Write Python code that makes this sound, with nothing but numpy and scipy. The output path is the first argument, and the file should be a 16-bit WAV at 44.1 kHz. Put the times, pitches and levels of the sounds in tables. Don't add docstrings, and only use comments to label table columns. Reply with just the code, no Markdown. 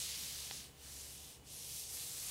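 import sys
import numpy as np
from scipy import signal
from scipy.io import wavfile
from scipy.ndimage import map_coordinates

SR = 44100
rng = np.random.default_rng(int(sys.argv[2]) if len(sys.argv) > 2 else 0)


def waveform_to_disk(signal):
    frames = np.transpose(np.atleast_2d(signal))
    scaled = np.clip(frames, -1, 1) * 32767
    samples = np.round(scaled).astype(np.int16)
    wavfile.write(sys.argv[1], SR, samples)


N = 101518
TIME = np.arange(N) / SR


def from_db(db):
    return 10 ** (np.asarray(db) / 20)


def rms_one(x):
    return x / np.sqrt(np.mean(x ** 2) + 1e-20)


def in_time(rows):
    times, *columns = np.transpose(rows)
    return [np.interp(TIME, times, column) for column in columns]


def at_hz(points, hz):
    point_hz, point_db = np.transpose(points)
    return np.interp(np.log(hz), np.log(point_hz), point_db)


def drift(corner_hz):
    step = 40
    pole = np.exp(-2 * np.pi * corner_hz * step / SR)
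    noise = rng.standard_normal(N // step + 2002)
    slow = signal.lfilter([1], [1, -2 * pole, pole * pole], noise)[2000:]
    return np.interp(np.arange(N) / step, np.arange(len(slow)), rms_one(slow))


def butter(x, hz, kind, order=2):
    return signal.sosfilt(signal.butter(order, hz, kind, fs=SR, output="sos"), x)


def ring(clicks, hz, t60):
    pole = np.exp(-np.log(1000) / (t60 * SR))
    turn = 2 * np.pi * hz / SR
    feedback = [1, -2 * pole * np.cos(turn), pole * pole]
    return signal.lfilter([0, np.sin(turn)], feedback, clicks + 1e-18)


def friction():
    snags_per_s, snag_spread_db, snag_share = 6000, 4.5, 0.27
    excess_db = snag_spread_db * np.minimum(rng.exponential(1, N), 5)
    sizes = from_db(excess_db) * rng.choice([-1, 1], N)
    snags = rms_one(sizes * (rng.random(N) < snags_per_s / SR))
    slips = rng.standard_normal(N)
    return np.sqrt(snag_share) * snags + np.sqrt(1 - snag_share) * slips


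def rubbed_paper():
    # (time [s], hiss level [dB],
    # then relative to the hiss: low rasp [dB], high sheen [dB], topmost air [dB])
    first_stroke = [(0.0, -43.5, -5, -8.5, -14), (0.144, -47.5, -1.5, -9.5, -12),
                    (0.194, -47.5, -2.5, -6, -10), (0.574, -50, -4.5, -10.5, -14),
                    (0.654, -57.5, -1.5, -8, -13), (0.73, -72.5, -2, -6, -12)]
    second_stroke = [(0.76, -70.5, -2, -8, -8), (0.844, -55.5, -6.5, -7.5, -12), (0.984, -52, -9, -5, -15),
                     (1.318, -58, -4.5, -4, -15), (1.36, -62.5, -4.5, -7, -16), (1.38, -67.5, -5, -10, -11),
                     (1.43, -82, -12, -7, -11)]
    third_stroke = [(1.45, -73, 5, 3, -11), (1.46, -63, -7, -12, -25), (1.476, -58, -6.5, -12, -16),
                    (1.52, -52.5, -8.5, -5, -18), (1.696, -50.5, -7, -3.5, -13),
                    (1.794, -47.5, -9, -3.5, -9), (1.88, -50.5, -10.5, -8, -17), (1.928, -48, -11, -1, -13),
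                    (2.006, -47, -7.5, -3.5, -14), (2.14, -48.5, -9, -5, -11.5), (2.3, -46, -7.5, -5, -13)]
    # (time [s], level [dB])
    low_mid_levels = [(0, -46), (.3, -47.5), (.55, -48.5), (.72, -58.5), (.78, -59), (.87, -50.5),
                      (1.1, -53.5), (1.33, -59), (1.43, -72), (1.6, -55.5), (1.88, -57.5), (1.93, -48.5),
                      (2.03, -49), (2.12, -50.5), (2.29, -45)]
    # (frequency [Hz], gain [dB])
    paper_colour = [(400, -19.5), (900, -13), (1450, -12.5), (2000, -7), (2800, -2), (4000, 1), (5000, 0.5),
                    (6000, 0.74), (7300, 0), (8700, 1), (11500, -1.4), (13500, -5), (15500, -11)]
    hiss_trim_db, rasp_trim_db, sheen_trim_db, air_trim_db = -0.13, 5, 4.5, 11.5
    low_mids_to_rasp_hz, rasp_to_core_hz = (1630, 2650), (3450, 5830)
    core_hz, sheen_hz, air_hz = 8250, 11600, 14000
    patchy_db, patchy_corner_hz = 0.61, 8.3

    level, rasp, sheen, air = in_time([*first_stroke, *second_stroke, *third_stroke])
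    low_mids, = in_time(low_mid_levels)
    edges = np.geomspace(350, 17000, 25)
    forces = [friction(), friction()]
    hiss = 0
    for k, (low, high) in enumerate(zip(edges, edges[1:])):
        hz = np.sqrt(low * high)
        treble = level + hiss_trim_db
        treble = treble + (rasp + rasp_trim_db) * np.interp(hz, rasp_to_core_hz, [1, 0])
        treble = treble + (sheen + sheen_trim_db) * np.interp(hz, [core_hz, sheen_hz, air_hz], [0, 1, 0])
        treble = treble + (air + air_trim_db) * np.interp(hz, [sheen_hz, air_hz], [0, 1])
        upper = np.interp(hz, low_mids_to_rasp_hz, [0, 1])
        stroke_db = upper * treble + (1 - upper) * low_mids
        band_db = at_hz(paper_colour, hz) + stroke_db + patchy_db * drift(patchy_corner_hz)
        hiss = hiss + from_db(band_db) * butter(forces[k % 2], [low, high], "band")
    return 2 * hiss


def sliding_hand():
    # (time [s], lag [ms], share of the direct amplitude [0-1])
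    page_echo = [(0, 0.18, 0.086), (.6, 0.18, .15), (.9, 0.42, 0.031), (1.25, 0.32, 0.15),
                 (1.55, 0.33, 0.092), (1.86, 0.336, 0.039), (2.0, 0.26, 0.074), (2.3, 0.26, 0.031)]
    hiss = rubbed_paper()
    lag_ms, share = in_time(page_echo)
    echo = map_coordinates(hiss, [(TIME - lag_ms / 1000) * SR], order=3)
    return hiss + share * echo


def buckling_sheet():
    # (time [s], click height before the modes and filters [dB])
    snaps = [(0.5111, -31), (.5135, -38.5)]
    # (frequency [Hz], gain [dB], t60 [s])
    sheet_modes = [(257, -20, 0.013), (816, -23, 0.045), (1026, -16, 0.037), (1400, -29, 0.01),
                   (2000, -13.5, 0.012), (2740, -3, 0.0017), (3500, -3, 0.0038), (4330, -4, 0.0046)]
    times, heights_db = np.transpose(snaps)
    clicks = np.zeros(N)
    clicks[(times * SR).astype(int)] = -from_db(heights_db)
    ringing = sum(from_db(db) * ring(clicks, hz, t60) for hz, db, t60 in sheet_modes)
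    tick = butter(ringing, 5300, "low", order=6)
    return butter(tick, 250, "high", order=1)


def shifting_book():
    # (time of the peak [s], rms at the peak [dB], time from peak to 1/e [s])
    shifts = [(.215, -60.5, 0.051), (0.562, -64.5, 0.087)]
    swell = sum(from_db(db) * np.exp(-((TIME - peak) / length) ** 2) for peak, db, length in shifts)
    rumble = butter(rng.standard_normal(N), (131, 243), "band")
    return swell * rms_one(rumble)


def appliance_hum():
    # (frequency [Hz], rms level [dB])
    hum_lines = [(70, -66), (120, -71.5), (140, -71.5), (177, -78.5), (293, -81), (414.5, -79),
                 (473.7, -76), (769.8, -81.5), (2963, -76.5), (15468, -78)]
    waver_share, waver_corner_hz = 0.31, 2.8
    hum = 0
    for hz, db in hum_lines:
        waver = 1 + waver_share * (drift(waver_corner_hz) + 1j * drift(waver_corner_hz))
        line = np.real(waver * np.exp(2j * np.pi * (hz * TIME + rng.random())))
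        hum = hum + from_db(db) * rms_one(line)
    return hum


def room_noise():
    # (frequency [Hz], gain [dB])
    room_colour = [(25, -13), (45, -4), (65, -0.5), (115, -2.5), (200, -7.5), (400, -10.5), (800, -13),
                   (1500, -22), (3000, -18), (4500, -24.5), (8000, -22), (15000, -30)]
    level_db = -62.5
    edges = np.geomspace(20, 17000, 21)
    white = rng.standard_normal((2, N + SR))
    noise = 0
    for k, (low, high) in enumerate(zip(edges, edges[1:])):
        gain = from_db(at_hz(room_colour, np.sqrt(low * high)))
        noise = noise + gain * butter(white[k % 2], [low, high], "band")[SR:]
    return from_db(level_db) * rms_one(noise)


def scene():
    mono = sliding_hand() + buckling_sheet() + shifting_book() + appliance_hum() + room_noise()
    return np.tile(mono, (2, 1))


def record(dry):
    cutoff_hz = 15750
    return signal.sosfilt(signal.ellip(12, .1, 70, cutoff_hz, fs=SR, output="sos"), dry)


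dry = scene()
out = record(dry)
waveform_to_disk(out)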